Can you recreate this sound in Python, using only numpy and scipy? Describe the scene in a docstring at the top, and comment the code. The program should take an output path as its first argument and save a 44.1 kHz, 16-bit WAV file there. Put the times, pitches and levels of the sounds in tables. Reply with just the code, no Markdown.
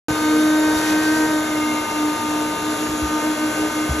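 """In an attic, an insulation vacuum drones: two five-bladed rotors run at nearly the same speed,
so their hums beat. Air rushes through the hose; when the nozzle bites into the insulation, the main
rotor speeds up and fibres hiss in. A few dull knocks sound on the floor as the hose is moved.
A phone with two microphone ports hears it all."""
import sys
import numpy as np
from scipy import signal
from scipy.fft import rfft, irfft
from scipy.io import wavfile
from scipy.ndimage import uniform_filter1d

SR = 44100
rng = np.random.default_rng(int(sys.argv[2]) if len(sys.argv) > 2 else 0)


def store_wav(level_fs):
    """Save 16-bit WAV to argv[1]."""
    pcm = np.round(np.clip(np.atleast_2d(level_fs), -1, 1) * 32767)
    wavfile.write(sys.argv[1], SR, pcm.T.astype(np.int16))


N = 176400
TIME = np.arange(N) / SR
BIN_HZ = np.fft.rfftfreq(N, 1 / SR)


def undb(db):
    """Decibels to gain."""
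    return 10 ** (np.asarray(db) / 20)


def automation(rows):
    """One lane per value column of a time table, in straight ramps."""
    times, *columns = np.array(rows, float).T
    return [np.interp(TIME, times, column) for column in columns]


def across_bins(rows):
    """A frequency table drawn over the spectrum on a log axis."""
    hz, value = np.array(rows, float).T
    return np.interp(np.log(BIN_HZ + 1), np.log(hz + 1), value)


def wobble(per_s):
    """A smooth random modulator with a spread of 1."""
    hold = max(int(SR / per_s), 2)
    steps = np.repeat(rng.standard_normal(N // hold + 3), hold)
    smooth = uniform_filter1d(uniform_filter1d(steps, hold), hold)[rng.integers(hold):][:N]
    return smooth / smooth.std()


def tone(phase, db):
    """A sine at a given rms level."""
    return np.sqrt(2) * undb(db) * np.sin(phase)


def partials(phase, table, load, wander_db, per_s, jitter_rad):
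    """Wavering multiples of a rotation; the load fades each from its free to its choked level."""
    out = 0
    for multiple, free_db, choked_db in table:
        db = free_db + (choked_db - free_db) * load + wander_db * wobble(per_s)
        out += tone(multiple * phase + jitter_rad * wobble(2 * per_s), db)
    return out


# Right port's delay behind the left: f/Hz, lag/rad
STEREO_LAG = [(120, 0), (305, .26), (700, .6), (920, .7), (1220, -.42), (1530, .38), (1900, 0), (2150, .75),
              (2700, 1.8), (3100, 1.8), (3500, .2), (4000, .2), (4650, 1.9), (5250, 5.2), (6000, 6.3),
              (8300, 8.8), (9600, 9.9), (11500, 11.7), (12000, 12.5), (13700, 12.6), (15000, 14.7)]
# Pan by frequency: f/Hz, left minus right/dB
STEREO_BALANCE = [(320, 0), (700, 2.7), (1300, 2.8), (2100, -1), (3300, 3.5), (4300, 1.8), (5000, -1.5),
                  (5800, 0)]
def ports(left, right):
    """Two spectra become stereo sound, with the lag and balance of the microphone ports."""
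    lag = np.interp(BIN_HZ, *np.array(STEREO_LAG).T)
    lean = undb(across_bins(STEREO_BALANCE) / 2)
    return irfft(np.array([left * lean, right / lean * np.exp(-1j * lag)]), N)


# How alike noise is at the two ports: f/Hz, coherence/0-1
STEREO_COHERENCE = [(400, .99), (750, .72), (1100, .85), (1700, .92), (2400, .58), (3200, .3), (3800, .6),
                    (5000, .72), (6000, .9), (12000, .93)]
def turbulence(colour):
    """Coloured noise, partly shared by the two ports, which gives it width."""
    shared, apart = rfft(rng.standard_normal((2, N))) * np.sqrt(SR / 2) * undb(across_bins(colour))
    alike = across_bins(STEREO_COHERENCE)
    return ports(shared, alike * shared + np.sqrt(1 - alike ** 2) * apart)


# Bumps as the hose is moved: t/s, level/dB, contact/s, tilt about 100 Hz/(dB per octave)
HOSE_BUMPS = [(.101, -27, .005, 13), (.75, -30, 0.011, 0), (2.89, -30, 0.0059, 7), (2.924, -31, 0.0084, 6),
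              (3.02, -19, 0.0086, -4), (3.891, -19, 0.0029, 1), (3.902, -17, 0.0086, -1)]
# The floor's boom: f/Hz, level/dB, t60/s
FLOOR_RING = [(70, -2.5, 0.26), (82, -4, .14), (131, 1, 0.094), (170, -1.5, .05)]
def floor_knocks():
    """Soft pushes ring the floor's low modes; each spot favours the lower or the higher ones."""
    t = TIME[:SR]
    out = 0
    for at, db, contact, tilt_db in HOSE_BUMPS:
        ring = 0
        for hz, mode_db, t60 in FLOOR_RING:
            decay = undb(mode_db + tilt_db * np.log2(hz / 100) - 60 * t / t60)
            ring += decay * np.sin(2 * np.pi * hz * t)
        push = np.sin(np.pi * np.clip((TIME - at) / contact, 0, 1)) ** 2
        out += signal.fftconvolve(undb(db) * push / push.sum(), ring)[:N]
    return out


# Base colour of the fibre hiss: f/Hz, density/(dB per Hz)
FIBRE_COLOUR = [(500, -79), (1800, -69), (3200, -68.5), (6000, -71), (11000, -74.5), (14500, -91)]
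# Clumps passing the nozzle: t/s, half width/s, gain/dB, tilt about 4 kHz/(dB per octave)
CLUMPS = [(.795, .038, -1, 1.8), (.885, .05, 2.5, -.8), (1.05, .07, -.7, -.5), (1.16, .035, -2, 1.8)]
def fibre_hiss(grain_db=1.5):
    """Grainy puffs, each with its own brightness, as clumps of insulation go up the hose."""
    out = 0
    for at, width, db, tilt_db in CLUMPS:
        colour = [(hz, level + tilt_db * np.log2(hz / 4000)) for hz, level in FIBRE_COLOUR]
        swell = np.exp(-.5 * ((TIME - at) / width) ** 2)
        out += turbulence(colour) * undb(db) * swell
    return out * undb(grain_db * wobble(230))


# Colour of the air bed with the nozzle free: f/Hz, density/(dB per Hz)
AIR_COLOUR = [(20, -62), (40, -57.5), (65, -68), (110, -62), (170, -65.5), (280, -59.5), (420, -61.5),
              (640, -58.5), (800, -62), (1100, -63.5), (1600, -64), (2000, -69), (3000, -70), (4000, -73),
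              (5000, -73), (6200, -72.5), (6750, -72.5), (7400, -71.5), (9200, -80), (11000, -68),
              (12000, -80), (13000, -84), (14500, -115.5)]
def air_rush(load, load_db=1.68, flutter_db=.35):
    """A bed of suction noise, a little louder under load and never quite even."""
    return turbulence(AIR_COLOUR) * undb(load_db * load + flutter_db * wobble(12))


def low_drone(hz=239.2, db=-40.5, wander_db=3.5, jitter_rad=.83):
    """A quiet tone under the hum, wavering around a steady pitch."""
    phase = 2 * np.pi * hz * TIME + jitter_rad * wobble(16)
    return tone(phase, db + wander_db * wobble(16))


def whistle(peak_s=.28, width_s=.16, hz=2167, sag_hz_per_s=60, db=-40):
    """A brief, slowly sinking whistle just above the whine, beating against it."""
    since = TIME - peak_s
    phase = 2 * np.pi * np.cumsum(hz - sag_hz_per_s * since) / SR
    return tone(phase, db) * np.exp(-(since / width_s) ** 2)


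# Shaft tones: multiple of the turning rate, free level/dB, choked level/dB
SHAFT_TONES = [(3, -49, -44.5), (6, -46.5, -50), (7, -41.5, -42.5), (7.5, -46.5, -35.5), (9, -54, -70),
               (12, -55, -65)]
def shaft_growl(main_phase, blades=5):
    """Rough low tones from the turning of the main shaft."""
    return partials(main_phase / blades, SHAFT_TONES, load=nozzle_load(),
                    wander_db=3.5, per_s=16, jitter_rad=.83)


# Overtones that follow the load: multiple of the blade rate, free level/dB, choked level/dB
LOADED_OVERTONES = [(8, -51, -45.5), (10, -59, -61), (13, -51, -51), (14, -55, -47.5), (15, -59, -48.5),
                    (19, -53, -48.5), (20, -60, -59), (21, -56, -49.5), (23, -54, -65)]
# Overtones on their own faders: multiple of the blade rate -> t/s, level/dB
OVERTONE_SWELLS = {2: [(.2, -46), (.35, -35.5), (.62, -32), (.95, -41), (1.35, -33), (1.9, -45.5),
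                   (2.9, -50), (3.35, -36.5), (3.65, -38), (4, -46)], 3: [(.1, -32.5), (.27, -29),
                   (.38, -39.5), (.62, -29.5), (.9, -30), (1.06, -36.5), (1.24, -28), (1.45, -37),
                   (1.7, -31), (2.4, -30), (3.0, -35.5), (3.2, -28.5), (3.4, -37), (4, -37)],
                   4: [(.1, -30.5), (.9, -36.5), (1.5, -33.5), (2.2, -31.5), (3.0, -34.5), (3.13, -28.5),
                   (3.3, -35.5), (4, -33)], 5: [(.1, -30.5), (.8, -29.5), (1.2, -27.5), (1.6, -36),
                   (2.1, -41), (2.9, -39.5), (3.5, -35), (4, -35)], 6: [(.1, -48), (.3, -44), (.55, -38.5),
                   (.95, -36), (1.32, -35), (1.55, -56), (2.9, -50), (3.35, -45), (4, -54)], 9: [(.1, -44),
                   (.4, -55), (1.4, -53), (1.65, -39), (1.95, -38.5), (2.3, -41), (4, -42)], 11: [(.1, -54),
                   (3.0, -50.5), (3.3, -48.5), (4, -45.5)], 12: [(.1, -43.5), (.28, -37.5), (.45, -41.5),
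                   (.92, -40.5), (1.15, -51), (1.33, -42), (2.1, -46.5), (2.5, -44), (2.8, -46), (3.1, -51),
                   (4, -54)], 22: [(.1, -43.5), (1.0, -47), (1.4, -43), (1.6, -46.5), (2.6, -47),
                   (2.8, -43), (3.05, -42), (3.3, -45), (4, -45)]}
def blade_buzz(main_phase, per_s=5.904, jitter_rad=.56, tremble_db_per_octave=.54):
    """The main rotor's overtones; turbulence shakes the swelling ones, the highest most."""
    out = partials(main_phase, LOADED_OVERTONES, load=nozzle_load(),
                   wander_db=2.5, per_s=per_s, jitter_rad=jitter_rad)
    for multiple, levels in OVERTONE_SWELLS.items():
        tremble_db = tremble_db_per_octave * np.log2(multiple) * wobble(30)
        phase = multiple * main_phase + jitter_rad * wobble(2 * per_s)
        out += tone(phase, automation(levels)[0] + tremble_db)
    return out


# Whine faders: t/s, main level/dB, second level/dB
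WHINE_LEVELS = [(.1, -42, -58), (.3, -41, -56), (.55, -47, -44), (.8, -52, -41.5), (1.12, -55, -40.5),
                (1.28, -47, -45), (1.5, -41, -41), (1.65, -35, -35.8), (1.76, -36.8, -37.4),
                (1.87, -41, -41), (2.0, -44.5, -43.5), (2.2, -47, -45), (2.37, -45, -42), (2.6, -48, -50),
                (3.0, -52, -54), (3.22, -40.5, -55), (3.6, -42, -51), (3.82, -39.5, -46.5), (4, -43, -47)]
def rotor_whine(main_phase, second_phase, multiple=7):
    """One high overtone from each rotor; the pair flutters as it beats."""
    main_db, second_db = automation(WHINE_LEVELS)
    return tone(multiple * main_phase, main_db) + tone(multiple * second_phase, second_db)


# Blade-passing pitch of each rotor: t/s, f/Hz
MAIN_PITCH = [(0.0, 306.0), (0.15, 306.2), (0.45, 308.0), (0.93, 308.9), (1.15, 310.9), (1.24, 310.6),
              (1.42, 307.2), (1.62, 305.3), (1.95, 304.1), (2.5, 303.6), (3.04, 303.8), (3.24, 305.5),
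              (3.5, 304.8), (3.7, 304.7), (4.0, 304.1)]
SECOND_PITCH = [(0.0, 302.4), (0.3, 305.4), (0.65, 308.1), (0.9, 304.3), (1.2, 301.9), (1.45, 302.8),
                (1.7, 303.4), (1.8, 302.8), (2.1, 299.7), (2.35, 303.15), (2.6, 307.1), (2.9, 314.3),
                (3.15, 312.6), (3.45, 310.8), (3.7, 310.1), (4.0, 308.7)]
# Hum faders: t/s, main level/dB, second level/dB
HUM_LEVELS = [(0.1, -20, -22.5), (0.35, -16.5, -31.5), (0.8, -20, -29), (1.15, -18.5, -31.5),
              (1.45, -22.5, -32), (1.8, -27, -28.5), (2.05, -24, -27.5), (2.5, -27.5, -28),
              (2.9, -26.5, -33.5), (3.25, -23.5, -29), (3.6, -26, -26), (4.0, -28.5, -28.5)]
def rotors():
    """The lead: two blade hums a few hertz apart beat, with buzz, growl and whine locked to them."""
    main_phase = 2 * np.pi * np.cumsum(automation(MAIN_PITCH)[0]) / SR
    second_phase = 2 * np.pi * np.cumsum(automation(SECOND_PITCH)[0]) / SR
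    main_db, second_db = automation(HUM_LEVELS)
    hum = tone(main_phase, main_db) + tone(second_phase, second_db)
    return hum + blade_buzz(main_phase) + shaft_growl(main_phase) + rotor_whine(main_phase, second_phase)


# How far insulation chokes the nozzle: t/s, load/0-1
NOZZLE_CHOKE = [(.1, 0.54), (.35, 1), (.8, 1), (1.25, 0.9), (1.42, 0.2), (1.6, 0.03), (2.1, 0), (3.03, 0.2),
                (3.2, 0.27), (3.5, 0.3), (4, 0)]
def nozzle_load():
    """The control lane for air, buzz and growl: one deep bite, later a light one."""
    return automation(NOZZLE_CHOKE)[0]


def scene():
    """The machine's tones in stereo, over airflow, fibres and hose handling."""
    machine = rfft(rotors() + whistle() + low_drone())
    return ports(machine, machine) + air_rush(nozzle_load()) + fibre_hiss() + floor_knocks()


def record(dry, start_s=.084, low_cut_hz=56.7, high_cut_hz=15100):
    """The phone opens abruptly and cuts the deepest bass and the top."""
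    opened = dry * (TIME >= start_s)
    low_cut = signal.butter(4, low_cut_hz, "high", fs=SR, output="sos")
    high_cut = signal.ellip(8, .2, 80, high_cut_hz, fs=SR, output="sos")
    return signal.sosfilt(high_cut, signal.sosfilt(low_cut, opened))


dry = scene()
out = record(dry)
store_wav(out)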